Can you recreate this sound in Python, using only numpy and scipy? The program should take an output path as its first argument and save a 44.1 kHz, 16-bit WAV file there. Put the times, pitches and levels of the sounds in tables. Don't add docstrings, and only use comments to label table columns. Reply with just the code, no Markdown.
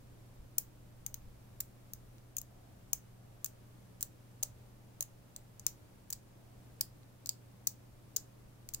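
import sys
import numpy as np
from scipy import signal
from scipy.fft import rfft, irfft
from scipy.io import wavfile
from scipy.ndimage import uniform_filter1d

SR = 44100
rng = np.random.default_rng(int(sys.argv[2]) if len(sys.argv) > 2 else 0)


def generate_wav(signal):
    frames = np.transpose(np.atleast_2d(signal))
    scaled = np.clip(frames, -1, 1) * 32767
    pcm = np.round(scaled).astype(np.int16)
    wavfile.write(sys.argv[1], SR, pcm)


N = 388080

# (time [s], run from first touch to closing [s], closing blow over first touch [dB],
# pitch of the struck cluster [Hz], clack energy before trim [dB], then relative to it, before trim:
# tick [dB], low ring [dB], knock [dB]; left over right [dB]); a run of 0 is a single contact
SNAPS = [(0.5818, 0.0022, 2, 6740, -7, 7.5, -15.5, -19.5, 4),
         (1.0633, 0.00082, 6, 6500, -16.5, 7, -12, -14.5, 5.5),
         (1.1423, 0, 1.5, 6600, -18.5, 3.5, -10.5, -11, 3),
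         (1.6033, 0.0036, 0.5, 6880, -13.5, 6, -12.5, -14, -1),
         (1.9352, 0, 0, 6570, -20.5, 3.5, -12, -17.5, 2.5), (2.1823, 0, 0, 6470, -53, 2.5, -4, 10.5, 2),
         (2.367, .0012, -1, 6680, -9.5, -3, -27, -19.5, 5.5),
         (2.383, .0034, -3, 6440, -12, -3, -17.5, -22, 3.5), (2.4154, 0, 0, 6550, -24, 3, -15, -15, 5),
         (2.9312, .0017, -2, 6380, -3.5, 0.5, -19.5, -21, 5.5),
         (3.4447, 0.00315, -11, 6391, -12, 4, -14.5, -18, 2.5),
         (3.4586, 0.0033, 3.5, 7090, -16, -2.5, -12, -18, 0),
         (4.0088, 0.0085, -8, 7595, -19.5, 1, -15.5, -15.5, 1.5),
         (4.027, 0.00079, -2.5, 6090, -9.5, 1.5, -13, -20, 1),
         (4.428, 0.0046, 6, 6393, -5, -1, -13, -18, 2),
         (5.007, 0.0012, 0.5, 6530, -8, -1.5, -15.5, -19, 1.5),
         (5.0248, 0.0027, -4, 6440, -13.5, 0, -16.5, -15.5, 1),
         (5.3627, 0, 0, 7740, -19.5, -1.5, -11.5, -14, 1),
         (5.5958, 0.00066, -6, 6663, -23.5, -5, -15, -22, 2.5),
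         (5.6656, 0, 0, 5900, -3, -0.5, -11, -18.5, 4), (6.103, .0027, 2.5, 6630, -17, 2.5, -13.7, -16, 3),
         (6.1267, 0.00514, -5, 7300, -11, -2, -8.5, -19, 1.5),
         (6.809, 0.0015, 3.5, 4930, -7, 4.5, -4.5, -14, 0), (7.032, 0, 0, 6500, -52, 0, -6, 7, 0),
         (7.2594, 0.00043, 0, 6893, -18, -.5, -5, -18, 9.5),
         (7.2699, 0.0017, 0, 6930, -23, -2, -10.5, -20, -1.5),
         (7.2915, 0.00038, 7.5, 6897, -6, -2, -6.5, -21, 5),
         (7.6706, 0.0031, -1, 6050, -4, 2, -11.5, -22.5, 6.5),
         (8.1626, 0.0041, 4, 6870, -3, -3, -10, -24, 10.5), (8.689, 0, 0, 6520, -22, -.5, -8, -14, 1),
         (8.7369, 0.003, -3, 6460, -17, 0.5, -11.5, -24, 15),
         (8.7458, 0.00029, -1, 6605, -13, 0, -9, -18, -1.5)]


def amp(db):
    return 10 ** (np.asarray(db) / 20)


def unit(x):
    return x / np.sqrt(np.mean(x ** 2) + 1e-20)


def read(points, hz):
    f, value = np.transpose(points)
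    return np.interp(np.log(hz + 1), np.log(f + 1), value)


def add(mix, start_s, sound):
    part = mix[:, max(round(start_s * SR), 0):][:, :sound.shape[1]]
    part += sound[:, :part.shape[1]]


def drift(rate_hz, size=2048):
    hz = np.fft.rfftfreq(size, N / SR / size)
    roll_off = (hz > 0) / (1 + (hz / rate_hz) ** 2)
    slow = unit(irfft(rfft(rng.standard_normal(size)) * roll_off, size))
    return np.interp(np.arange(N), np.linspace(0, N, size), slow)


def low_pass(x, edge_hz):
    taps = signal.firwin(255, edge_hz, window=("kaiser", 9), fs=SR)
    return signal.oaconvolve(x, taps[None], "same")


def humps(rows):
    t = np.arange(N) / SR
    return sum(amp(db) * np.exp(-(2 * (t - s) / length_s) ** 2) for s, length_s, db in rows)


def stereo_noise(spectrum):
    # (frequency [Hz], left-right correlation [-1..1])
    likeness = [(30, 0.99), (120, 0.698), (250, 0.42), (500, 0.1), (1000, 0.012), (4000, 0.011),
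                (16000, 0.027)]
    hz = np.fft.rfftfreq(N, 1 / SR)
    left, other = rfft(rng.standard_normal((2, N)))
    same = np.clip(read(likeness, hz), -1, 1)
    right = same * left + np.sqrt(1 - same ** 2) * other
    return unit(irfft(np.array([left, right]) * amp(read(spectrum, hz)), N))


def hum(waver_hz=1.75, spread_rad_per_200hz=0.228):
    # (frequency [Hz], level [dB rms], depth of wavering [ratio])
    hum_tones = [(100, -70.5, 0.17), (119.83, -60.5, .17), (149.2, -76, 0.28), (182.5, -74.5, 0.48),
                 (199.54, -75, 0.42), (303.5, -79, 0.56), (489, -90.5, 0.27), (542.7, -81.5, 0.18),
                 (599.4, -82.5, .3)]
    t, out = np.arange(N) / SR, np.zeros((2, N))
    for hz, db, depth in hum_tones:
        steady = np.exp(2j * np.pi * (hz * t + rng.random()))
        waver = drift(waver_hz) + 1j * drift(waver_hz)
        skew = np.exp(1j * spread_rad_per_200hz * hz / 200 * np.array([[1], [-1]]))
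        out += amp(db) * unit((steady * (1 + depth * waver) * skew).real)
    return out


def background(air_db=-61.5, waver_db=0.36, waver_hz=1.85, edge_hz=15850):
    # (frequency [Hz], relative density [dB per Hz])
    air_colour = [(20, -10), (50, -10), (75, -2), (92, 0.5), (140, -5), (200, -4), (260, -5), (400, -9.5),
                  (620, -12), (1000, -16.5), (2000, -23), (4000, -27), (9000, -28.5), (15500, -29)]
    # (time [s], length [s], level [dB])
    swell_rows = [(2.62, .4, -70.5), (3.268, 0.26, -69), (6.45, 0.49, -75)]
    # (frequency [Hz], relative density [dB per Hz])
    swell_colour = [(200, -29.5), (550, -12.5), (680, 10), (780, 3), (900, -7), (2000, -25), (8000, -60)]
    air = stereo_noise(air_colour) * amp(air_db + waver_db * drift(waver_hz))
    swells = stereo_noise(swell_colour) * humps(swell_rows)
    return low_pass(air + swells, edge_hz)


def hands(rest_db=1, tremor_db=1.2, tremor_hz=4, jerk_db=6.5, jerk_per_snap_db=0.23, jerk_peak_s=0.0202):
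    # (time [s], level before rest_db [dB])
    restlessness = [(0.0, -64), (0.39, -67.5), (0.54, -63), (6.45, -70.5), (6.91, -68), (7.25, -74.5),
                    (7.62, -73), (8.33, -71.5), (8.8, -68)]
    # (frequency [Hz], relative density [dB per Hz])
    rumble_colour = [(10, -2.5), (22, 2), (55, 0), (75, -11), (110, -6), (300, -33.5), (1000, -81.5)]
    # (time [s], length [s], level [dB])
    grip_shifts = [(0.4, 0.124, -54), (1.0, .1, -58), (1.27, .22, -54.5), (4.48, 0.1558, -58.5),
                   (6.58, .07, -66), (7.94, 0.099, -61), (8.47, 0.088, -57.5), (8.69, .12, -60)]
    t, jerk_power = np.arange(N) / SR, np.zeros((1, N))
    age = t[:SR // 2] / jerk_peak_s
    for s, _, _, _, clack_db, *_ in SNAPS:
        jerk = amp(jerk_db + jerk_per_snap_db * clack_db) * age * np.exp(1 - age)
        add(jerk_power, s, jerk[None] ** 2)
    base = amp(rest_db + np.interp(t, *np.transpose(restlessness)) + tremor_db * drift(tremor_hz))
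    power = base ** 2 * (1 + jerk_power) + humps(grip_shifts) ** 2
    return stereo_noise(rumble_colour) * np.sqrt(power)


def causal(colour, size):
    log_gain = np.log(amp(read(colour, abs(np.fft.fftfreq(size, 1 / SR)))))
    return np.exp(np.conj(signal.hilbert(log_gain)))[:size // 2 + 1]


def run_of_contacts(run_s, build_db, between_db=1.5):
    middle = rng.uniform(.3, .7)
    if run_s <= 0:
        return [(0.000068, 0)]
    db = np.array([-build_db / 2, between_db - abs(build_db) / 2, build_db / 2])
    share_db = db - 10 * np.log10(np.sum(amp(db) ** 2))
    return zip(run_s * np.array([0, middle, 1]), share_db)


def contact(levels_db, pan_db, ports, bands, chatter_db=2.0, chatter_t60_s=0.011, own_share=0.36, size=1024):
    t = np.arange(size) / SR
    shared, *own = rng.standard_normal((3, size))
    share = np.clip(own_share, 0, 1)
    chatter = np.sqrt(1 - share) * shared + np.sqrt(share) * np.array(own)
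    chatter *= amp(-60 * t / chatter_t60_s)
    chatter /= np.linalg.norm(chatter, axis=1, keepdims=True)
    blow = signal.unit_impulse(size) + amp(chatter_db) * chatter
    ring = irfft(rfft(blow) * ports, size)
    ring = ring / np.linalg.norm(ring, axis=1, keepdims=True) * amp([[pan_db / 2], [-pan_db / 2]])
    out = np.zeros((2, size))
    for sections, db in zip(bands, levels_db):
        band = signal.sosfilt(sections, ring)
        out += amp(db) * band * np.sqrt(2) / np.linalg.norm(band)
    return out


def magnets(clack_trim_db=-1.5, tick_trim_db=-0.95, right_lag_s=.0001, lag_spread_s=.00003,
            cluster_db=2.5, cluster_width_hz=300, size=1024):
    # (from [Hz], to [Hz])
    band_edges = [(5400, 9500), (9500, 17000), (3500, 5400), (900, 3500)]
    # (frequency [Hz], relative gain [dB])
    left_colour = [(700, -18), (1300, -19), (2200, -18.5), (3500, -15.5), (4300, -4.5), (5400, -4),
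                   (6000, 4.5), (7000, 8.5), (7800, -2), (9200, -9), (12000, 3.5), (13000, 5),
                   (15500, 12.5), (16800, -7.5)]
    # (frequency [Hz], relative gain [dB])
    right_colour = [(700, -18), (1300, -25), (3500, -19.5), (4700, 2), (6500, -12), (7600, 8), (8900, -2.5),
                    (9700, -4.5), (10800, -1), (13000, 2), (14800, 6), (15700, 1), (16800, -0.5)]
    hz, out = np.fft.rfftfreq(size, 1 / SR), np.zeros((2, N))
    left, right = causal(left_colour, size), causal(right_colour, size)
    bands = [signal.butter(4, edges, "bandpass", fs=SR, output="sos") for edges in band_edges]
    for s, run_s, build_db, cluster_hz, clack_db, tick_db, low_ring_db, knock_db, pan_db in SNAPS:
        levels_db = clack_db + np.array([clack_trim_db, tick_db + tick_trim_db, low_ring_db, knock_db])
        cluster = 1 + amp(cluster_db) / (1 + 2j * (hz - cluster_hz) / cluster_width_hz)
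        for delay_s, share_db in run_of_contacts(run_s, build_db):
            lag_s = abs(right_lag_s + lag_spread_s * rng.standard_normal())
            ports = cluster * np.array([left, right * np.exp(-2j * np.pi * hz * lag_s)])
            add(out, s + delay_s, contact(levels_db + share_db, pan_db, ports, bands))
    return out


def thuds(t60_s=0.0251, pan_db=1, size=2048):
    # (time [s], pitch [Hz], level at onset before decay and pan [dB])
    thud_rows = [(0.583, 500, -47), (2.9315, 730, -46), (4.4295, 558, -49), (4.432, 788, -46.5),
                 (5.008, 583, -48.5), (5.666, 374, -48.5), (6.8095, 755, -50), (7.672, 352.4, -46),
                 (8.167, 425, -45.5)]
    t, out = np.arange(size) / SR, np.zeros((2, N))
    pan = amp([[pan_db / 2], [-pan_db / 2]])
    for s, hz, db in thud_rows:
        add(out, s, amp(db - 60 * t / t60_s) * np.sin(2 * np.pi * hz * t) * pan)
    return out


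def table_top(x, level_db=-16, t60_s=0.0121, first_s=0.0022, density=0.22):
    t = np.arange(SR // 20) / SR
    taps = rng.standard_normal((2, len(t))) * (rng.random((2, len(t))) < density)
    taps *= (t > first_s) * amp(-60 * t / t60_s)
    taps /= np.linalg.norm(taps, axis=1, keepdims=True)
    return amp(level_db) * signal.fftconvolve(x, taps, axes=1)[:, :N]


def room(x, right_db=0.5, delay_s=.003, size=256):
    # (frequency [Hz], t60 [s], level relative to the direct sound [dB])
    tail = np.array([(300, 0.12, -13), (2000, 0.15, -8), (4300, 0.183, -13.5), (6440, 0.17, -16),
                     (9500, 0.156, -14), (14900, 0.158, -17)])
    hz, t, direct = signal.stft(x, SR, nperseg=size)
    t60_s = read(tail[:, [0, 1]], hz)[:, None]
    level_db = read(tail[:, [0, 2]], hz)[:, None]
    power = uniform_filter1d((abs(direct) ** 2).mean(0), size=3, axis=0)
    age_s = t[t < .5]
    decay = amp(-60 * age_s / t60_s) ** 2 * (age_s > delay_s)
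    decay = decay / decay.sum(1, keepdims=True)
    stored = signal.fftconvolve(power, decay, axes=1)[:, :len(t)]
    wash = signal.stft(rng.standard_normal((2, N)), SR, nperseg=size)[2]
    wash *= np.sqrt(abs(stored)) / wash.std() * amp(level_db)
    return signal.istft(wash, SR, nperseg=size)[1][:, :N] * amp([[-right_db / 2], [right_db / 2]])


def scene():
    snaps = magnets() + thuds()
    echoes = table_top(snaps) + room(snaps)
    return snaps + echoes + hum() + background() + hands()


def record(dry):
    return low_pass(dry, edge_hz=16300)


dry = scene()
out = record(dry)
generate_wav(out)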